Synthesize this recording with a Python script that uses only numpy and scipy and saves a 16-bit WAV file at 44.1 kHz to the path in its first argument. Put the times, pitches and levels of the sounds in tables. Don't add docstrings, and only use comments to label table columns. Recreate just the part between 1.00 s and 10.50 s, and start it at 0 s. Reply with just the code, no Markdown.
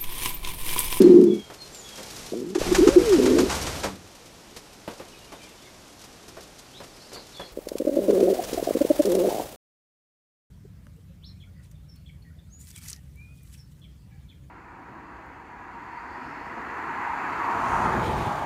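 import sys
import numpy as np
from scipy import signal
from scipy.fft import rfft, irfft
from scipy.io import wavfile
from scipy.ndimage import uniform_filter1d, minimum_filter1d

SR = 44100
rng = np.random.default_rng(int(sys.argv[2]) if len(sys.argv) > 2 else 0)


def int16_out(signal):
    q = np.round(np.clip(np.atleast_2d(signal).T, -1, 1) * 32767)
    wavfile.write(sys.argv[1], SR, q.astype(np.int16))


N = 418950
TIME = np.arange(N) / SR
OPEN_FROM_HZ = 480


def pigeon():
    return growls() + creaks() + hums() + glide() + bursts()


# start, hold and release in seconds, level in dB,
# pitch in Hz, beak resonance in Hz, roll depth 0-1, roughness 0-1.
GROWLS = [(0, 0.17, 0.27, -7.5, 183.6, 352, 0.2, 0.66), (2.181, .24, 0.12, -18.5, 188.5, 473, 0.45, .9),
          (7.089, .24, 0.0115, -18.5, 194.8, 550, 0.82, 0.61),
          (8.048, 0.24, 0.019, -20.5, 186.5, 552, 0.87, 0.5)]
def growls(roll_period_s=.091, first_crest_s=.018, sag_hz_per_s=20):
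    out = np.zeros(N)
    for start, hold_s, release_s, db, hz, beak_hz, depth, rough in GROWLS:
        t, envelope = hold_and_release(hold_s, release_s)
        roll = depth * np.cos(2 * np.pi * (t - first_crest_s) / roll_period_s)
        pitch = (hz - sag_hz_per_s * t) * (1 + .065 * roll)
        gape = np.maximum(roll, 0) * np.sqrt(t / t[-1])
        lowest_hz = 225 if beak_hz < OPEN_FROM_HZ else hz
        add(out, start, syrinx(pitch, from_db(db) * envelope, beak_hz, rough * (1 + .5 * roll),
                               soft_hz=900, lowest_hz=lowest_hz, gape=gape))
    return out


# start, hold and release in seconds, level in dB,
# first and last pitch in Hz, beak resonance in Hz.
CREAKS = [(1.318, 0.11, 0.042, -31, 96.3, 152.6, 435), (7.336, 0.065, 0.11, -33, 121.2, 126.2, 680),
          (8.285, 0.121, 0.08, -30.5, 103.1, 111.7, 755)]
def creaks():
    return held_notes(CREAKS, rough=.66, soft_hz=2500)


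# start, hold and release in seconds, level in dB,
# first and last pitch in Hz, beak resonance in Hz.
HUMS = [(0, 0.32, 0.13, -22, 231.5, 200, 383), (1.436, 0.1, 0.013, -34, 161.5, 211, 390),
        (1.662, 0.12, 0.043, -28, 180.6, 200, 400), (2.167, 0.27, 0.023, -22.5, 246.6, 266.8, 440),
        (2.85, 0.032, 0.19, -37.5, 197.6, 172, 307), (6.91, 0.074, 0.012, -28, 260.7, 316, 590),
        (6.996, 0.083, 0.0088, -28, 201, 184, 604)]
def hums():
    return held_notes(HUMS, rough=.6, soft_hz=197)


# time in seconds, pitch in Hz, relative level in dB.
GLIDE = [(1.8, 260, -18), (1.817, 340, -15), (1.838, 409.4, -12), (1.856, 464.6, -24), (1.936, 582.4, -29),
         (1.977, 488, -28.5), (2.049, 480, -27.5), (2.137, 354, -12), (2.176, 250, -23.5)]
def glide(gain_db=1, fade_s=.006):
    out = np.zeros(N)
    t = np.arange(GLIDE[0][0], GLIDE[-1][0], 1 / SR)
    pitch, level_db = curves_at(GLIDE, t)
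    fade = np.clip(np.minimum(t - t[0], t[-1] - t) / fade_s, 0, 1)
    add(out, t[0], syrinx(pitch, from_db(level_db + gain_db) * fade, beak_hz=435, rough=.045))
    return out


# start in seconds, peak in dB,
# length in seconds, beak resonance in Hz.
BURSTS = [(1.333, -20.5, .001, 664), (1.55, -13, 0.014, 453), (1.613, -12, 0.00079, 623),
          (1.712, -11, 0.015, 418), (1.779, -7.5, 0.02, 450), (1.867, -0.5, 0.0062, 430),
          (1.957, 3, 0.025, 450), (1.987, -10.5, 0.014, 426), (6.571, -19.5, .003, 586),
          (6.668, -20.5, .001, 595), (6.715, -18.5, .001, 607), (6.752, -16.5, .001, 563),
          (6.798, -13.5, .008, 556), (6.848, -17, .001, 553), (6.867, -9, .011, 588),
          (6.964, -7.5, 0.01, 595), (7.079, -7.5, 0.008, 574), (7.226, -5, .001, 564),
          (7.327, -10.5, .001, 600), (7.385, -16.5, .016, 735), (7.527, -16.5, 0.0042, 534),
          (7.572, -15.5, 0.01, 690), (7.624, -14.5, .001, 546), (7.67, -11.5, 0.0057, 684),
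          (7.706, -10, 0.0012, 640), (7.748, -10, 0.0081, 530), (7.805, -7, 0.015, 578),
          (7.847, -9, 0.002, 576), (7.898, -4.5, 0.015, 603), (7.99, -5.5, 0.018, 598),
          (8.305, -17.5, .001, 910), (8.396, -17, .001, 924)]
def bursts(rebound_gap_s=.011, rebound_db=-2.5):
    out = np.zeros(N)
    for start, db, length, beak_hz in BURSTS:
        add(out, start, burst(db, length, beak_hz))
        if .002 < length < .015:
            add(out, start + length + rebound_gap_s, burst(db + rebound_db, length / 2, beak_hz))
    return out


def burst(peak_db, length, beak_hz, shut_pitch_hz=355.6):
    pitch = shut_pitch_hz if beak_hz < OPEN_FROM_HZ else beak_hz / 2
    delays = np.arange(0, length, 1 / pitch)
    arch = np.sin(np.pi * (delays + .5 / pitch) / (length + .5 / pitch))
    pulses = np.zeros(SR // 10)
    pulses[(delays * SR).astype(int)] = np.abs(arch) ** .82
    voice = throat(pulses, beak_hz)
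    return from_db(peak_db) * voice / np.abs(voice).max()


def held_notes(rows, rough, soft_hz):
    out = np.zeros(N)
    for start, hold_s, release_s, db, first_hz, last_hz, beak_hz in rows:
        t, envelope = hold_and_release(hold_s, release_s)
        pitch = np.linspace(first_hz, last_hz, len(t))
        add(out, start, syrinx(pitch, from_db(db) * envelope, beak_hz, rough, soft_hz, lowest_hz=111))
    return out


def syrinx(pitch, envelope, beak_hz, rough, soft_hz=3000, lowest_hz=185, gape=0, shimmer_db=2.5):
    n = len(pitch)
    pitch = pitch * (1 + .05 * rough * wobble(n, 25, "low"))
    onsets = np.flatnonzero(np.diff(np.floor(np.cumsum(pitch) / SR), prepend=-1))
    lateness, strength = rng.standard_normal((SR, 2))[:len(onsets)].T
    jitter = .06 * lateness * SR * (rough / pitch)[onsets]
    onsets = np.clip(onsets + jitter, 0, n - 1).astype(int)
    pulses = np.zeros(n)
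    pulses[onsets] = from_db(shimmer_db * np.mean(rough) * strength)
    pulses = butter(pulses, soft_hz, "low", order=1)
    voice = (1 - gape) * throat(pulses, beak_hz) + gape * throat(pulses, beak_hz * 1.2)
    voice /= np.sqrt(uniform_filter1d(voice ** 2, size=500) + 1e-14)
    throb = 1 + .5 * rough * wobble(n, (20, 65), "band")
    return butter(voice * envelope * rms_one(throb), lowest_hz, "high", order=5)


# resonance in Hz, dB against the crop's ring.
BEAK_STRENGTH = [(385, -20.5), (450, -11.5), (530, -1), (720, 4)]
def throat(pulses, beak_hz, leak_db=-24):
    beak_db = np.interp(beak_hz, *np.transpose(BEAK_STRENGTH))
    crop = resonance(pulses, hz=327, width_hz=270)
    beak = from_db(beak_db) * resonance(pulses, beak_hz, width_hz=180)
    ring = butter(crop - beak, 200, "high", order=3)
    leak = from_db(leak_db + beak_db / 2) * butter(ring, 1200, "low")
    return butter(ring, beak_hz * 1.037, "low", order=10) + leak


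# start in seconds, relative level in dB.
STEPS = [(0.5, -30), (0.981, -29), (2.841, -17), (3.877, -24), (3.997, -29), (4.32, -30.5), (5.369, -31),
         (5.802, -30.5), (6.118, -33), (6.159, -33), (6.396, -26)]
# frequency in Hz, gain in dB.
STEP_COLOUR = [(100, -12.5), (330, -5.5), (560, -4), (800, -8.5), (9000, -35.5)]
def footsteps(gain_db=-7):
    knocks = sum(from_db(db + gain_db) * strike(start, .00029, decay_s=.032) for start, db in STEPS)
    return knocks * noise(STEP_COLOUR)


# start in seconds, relative level in dB.
SCUFFS = [(3.562, -32), (4.43, -41), (5.037, -38.5), (5.279, -37), (7.338, -34.5), (7.435, -29),
          (7.484, -32.5), (7.53, -28), (7.637, -32), (8.291, -31)]
def scuffs():
    scrapes = sum(from_db(db) * strike(start, .004, decay_s=.015) for start, db in SCUFFS)
    return scrapes * noise(AIR_COLOUR)


# start in seconds, relative level in dB.
CLAWS = [(0.0185, -15), (0.214, -31), (0.2384, -27), (6.6866, -21), (6.783, -21), (8.021, -21.5),
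         (8.055, -19), (8.118, -20.5), (8.151, -19)]
# frequency in Hz, gain in dB.
CLAW_COLOUR = [(2000, -22), (5500, -14.5), (14000, -21)]
def claws(gain_db=-8):
    ticks = sum(from_db(db + gain_db) * strike(start, .0003, decay_s=.004) for start, db in CLAWS)
    return ticks * noise(CLAW_COLOUR)


# start in seconds, relative level in dB, decay in seconds.
BRUSHES = [(1.548, -23.5, 0.013), (1.746, -12.5, 0.013), (1.872, -17.5, 0.016), (2.121, -23.5, 0.025),
           (2.254, -20.5, 0.017), (2.382, -18, 0.016), (2.494, -23, 0.056), (2.832, -22.5, 0.022),
           (2.664, -24, 0.018), (7.106, -27.5, 0.005), (7.203, -19, 0.003)]
# frequency in Hz, gain in dB.
BRUSH_COLOUR = [(100, 3.5), (1000, 11.5), (3000, 0.5), (7000, 1.5), (13000, -17)]
def brushes_and_clicks():
    puffs = sum(from_db(db) * strike(start, .004, decay_s) for start, db, decay_s in BRUSHES)
    return puffs * noise(BRUSH_COLOUR)


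# start and length in seconds, first and last pitch in Hz, level in dB.
CHIRPS = [(0, 0.13, 4310, 4100, -47), (0.264, 0.27, 3447, 3194, -48.5), (.28, 0.28, 2310, 2190, -60),
          (0.581, .1, 4270, 4190, -47.5), (0.815, 0.21, 3440, 3210, -50), (0.724, 0.16, 7660, 6550, -47),
          (5.733, 0.079, 3000, 4270, -48.5), (6.138, 0.059, 4300, 4820, -45),
          (6.345, 0.14, 3540, 3310, -45.5)]
# start and end in seconds, centre in Hz, spread in octaves, level in dB.
TWITTERS = [(3.952, 4.653, 2840, 0.81, -61.5), (5.597, 6.462, 4420, 0.61, -56)]
def small_birds():
    out = np.zeros(N)
    for start, *chirp in CHIRPS:
        add(out, start, whistle(*chirp, waver=.005))
    for flurry in TWITTERS:
        for start, *chirp in twitter(*flurry):
            add(out, start, whistle(*chirp, waver=.018))
    return out


def twitter(start_s, end_s, centre_hz, octaves, db, per_s=45, call_s=.045):
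    when, length, pitch, slide, loud = rng.random((int(per_s * (end_s - start_s)), 5)).T
    starts = start_s + (end_s - start_s) * np.sqrt(when)
    first_hz = centre_hz * 2 ** (octaves * (pitch - .5))
    last_hz = first_hz * 2 ** (octaves * (slide - .5) / 2)
    return np.transpose([starts, call_s * (.5 + length), first_hz, last_hz, db + 10 * (loud - .5)])


def whistle(length, first_hz, last_hz, db, waver):
    along = np.linspace(0, 1, int(length * SR))
    unsteady = 1 + waver * wobble(len(along), 100, "low", span=SR // 2)
    hz = (last_hz + (first_hz - last_hz) * (1 - along) ** 2) * unsteady
    return from_db(db) * np.sin(np.pi * np.sqrt(along)) * np.sin(2 * np.pi * np.cumsum(hz) / SR)


# start and end in seconds, first and last treble level in dB,
# lows against treble in dB.
SWELLS = [(0, 0.345, -40.5, -67.5, 1.5), (0.607, 1.313, -54.5, -41.5, -8.5), (1.594, 2.87, -36.5, -40, -2)]
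# frequency in Hz, gain in dB.
AIR_COLOUR = [(30, -8), (400, -8), (1730, -18), (5700, -15), (13000, -27)]
def air(split_hz=2400, low_floor_db=-57.5, treble_floor_db=-54.5, scratch_db=-6):
    treble_swells = sum(swell(*span) for *span, _ in SWELLS)
    low_swells = sum(from_db(low_db) * swell(*span) for *span, low_db in SWELLS)
    specks = np.hypot(1, from_db(scratch_db) * scratches())
    low = butter(noise(AIR_COLOUR, (900, 2000)), split_hz, "low")
    treble = butter(noise(AIR_COLOUR, (split_hz, SR / 2)), split_hz, "high")
    low *= np.hypot(from_db(low_floor_db), low_swells)
    treble *= np.hypot(from_db(treble_floor_db), treble_swells)
    return low + specks * treble


def swell(start_s, end_s, first_db, last_db, rise_s=.026, fall_s=.24):
    edges = np.clip(np.minimum((TIME - start_s) / rise_s, (end_s - TIME) / fall_s) + .5, 0, 1)
    return edges * from_db(np.interp(TIME, [start_s, end_s], [first_db, last_db]))


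def scratches(per_s=36, spread_db=7.3):
    sizes = from_db(spread_db * np.minimum(rng.exponential(1, N), 2))
    flicks = (rng.random(N) < per_s / SR) * sizes
    return signal.fftconvolve(flicks, strike(0, .002, decay_s=.011)[:SR])[:N]


# time in seconds, pitch in Hz, level in dB.
BUFFET = [(1.62, 24, -28.5), (1.761, 35, -25), (2.201, 58, -33), (2.63, 74, -32.5), (3.1, 94, -51)]
def buffeting(period_s=.0622):
    out = np.zeros(N)
    t = np.arange(0, period_s * 1.2, 1 / SR)
    for moment in np.arange(BUFFET[0][0], BUFFET[-1][0], period_s):
        hz, db = curves_at(BUFFET, moment)
        throb = np.sin(2 * np.pi * (hz * t + rng.random())) * np.hanning(len(t))
        add(out, moment - period_s / 2, from_db(db) * throb)
    return out


# time in seconds, treble level in dB.
HISS = [(6.55, -56), (6.9, -50.5), (7.15, -45), (8.4, -42), (8.55, -51.5)]
# frequency in Hz, gain in dB.
HISS_COLOUR = [(100, 11), (600, 18), (1300, 3.5), (10000, -1), (15000, -2.5)]
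def bright_hiss(flutter_db=1.9, rumble_db=-52.5):
    level_db, = curves_at(HISS, TIME)
    hiss = from_db(level_db) * noise(HISS_COLOUR, (2400, SR / 2), top_hz=15700)
    flutter = from_db(flutter_db * wobble(N, (10, 45), "band", span=N))
    rumble = rms_one(resonance(rng.standard_normal(N), hz=45, width_hz=7))
    return hiss * flutter + from_db(rumble_db) * rumble


def room(x, wet_db, t60):
    t = TIME[:SR]
    tail = rng.standard_normal(SR) * from_db(-60 * t / t60) * (t > .006)
    return x + from_db(wet_db) * signal.fftconvolve(x, tail / np.linalg.norm(tail))[:N]


def hold_and_release(hold_s, release_s, attack_s=.0034):
    t = np.arange(0, hold_s + release_s, 1 / SR)
    return t, np.minimum(t / attack_s, 1) * np.clip(1 - (t - hold_s) / release_s, 0, 1) ** 2


def strike(start_s, rise_s, decay_s):
    age = np.clip(TIME - start_s, 0, 1)
    return (1 - np.exp(-age / rise_s)) * np.exp(-age / decay_s)


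def noise(colour, unit_band=(0, SR / 2), top_hz=13900):
    hz = np.arange(N // 2 + 1) * SR / N
    points_hz, db = np.transpose(colour)
    gain = from_db(np.interp(np.log(hz + 1), np.log(points_hz), db))
    bins = rfft(rng.standard_normal(N)) * gain * (hz < top_hz) * (hz > 20)
    inside = (hz > unit_band[0]) * (hz < unit_band[1])
    return irfft(bins, N) / np.std(irfft(bins * inside, N))


def wobble(n, hz, kind, span=SR):
    return rms_one(butter(rng.standard_normal(span), hz, kind)[-n:])


def resonance(x, hz, width_hz):
    radius = np.exp(-np.pi * width_hz / SR)
    feedback = [1, -2 * radius * np.cos(2 * np.pi * hz / SR), radius ** 2]
    return signal.lfilter(np.array([1, 0, -1]) * (1 - radius ** 2) / 2, feedback, x)


def butter(x, hz, kind, order=2):
    return signal.sosfilt(signal.butter(order, hz, kind, fs=SR, output="sos"), x)


def curves_at(rows, t):
    times, *columns = np.transpose(rows)
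    return [np.interp(t, times, column) for column in columns]


def add(out, start_s, sound):
    at = max(round(start_s * SR), 0)
    out[at:at + len(sound)] += sound[:N - at]


def from_db(db):
    return 10 ** (np.asarray(db) / 20)


def rms_one(x):
    return x / np.sqrt(np.mean(x ** 2) + 1e-20)


def scene(hiss_from_s=6.52):
    near = room(pigeon() + footsteps() + scuffs() + claws() + brushes_and_clicks(), wet_db=-21, t60=.28)
    far = room(small_birds(), wet_db=1.5, t60=.2)
    background = np.where(TIME < hiss_from_s, air() + buffeting(), bright_hiss())
    return (near + far + background)[None]


def record(dry, ceiling=.77, end_s=8.56, cutoff_hz=15700):
    gain = np.minimum(1, ceiling / (np.abs(dry) + 1e-9))
    limited = dry * uniform_filter1d(minimum_filter1d(gain, size=400), size=400)
    high_cut = signal.ellip(10, .1, 90, cutoff_hz, fs=SR, output="sos")
    return signal.sosfilt(high_cut, limited * (TIME < end_s))


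dry = scene()
out = record(dry)
int16_out(out)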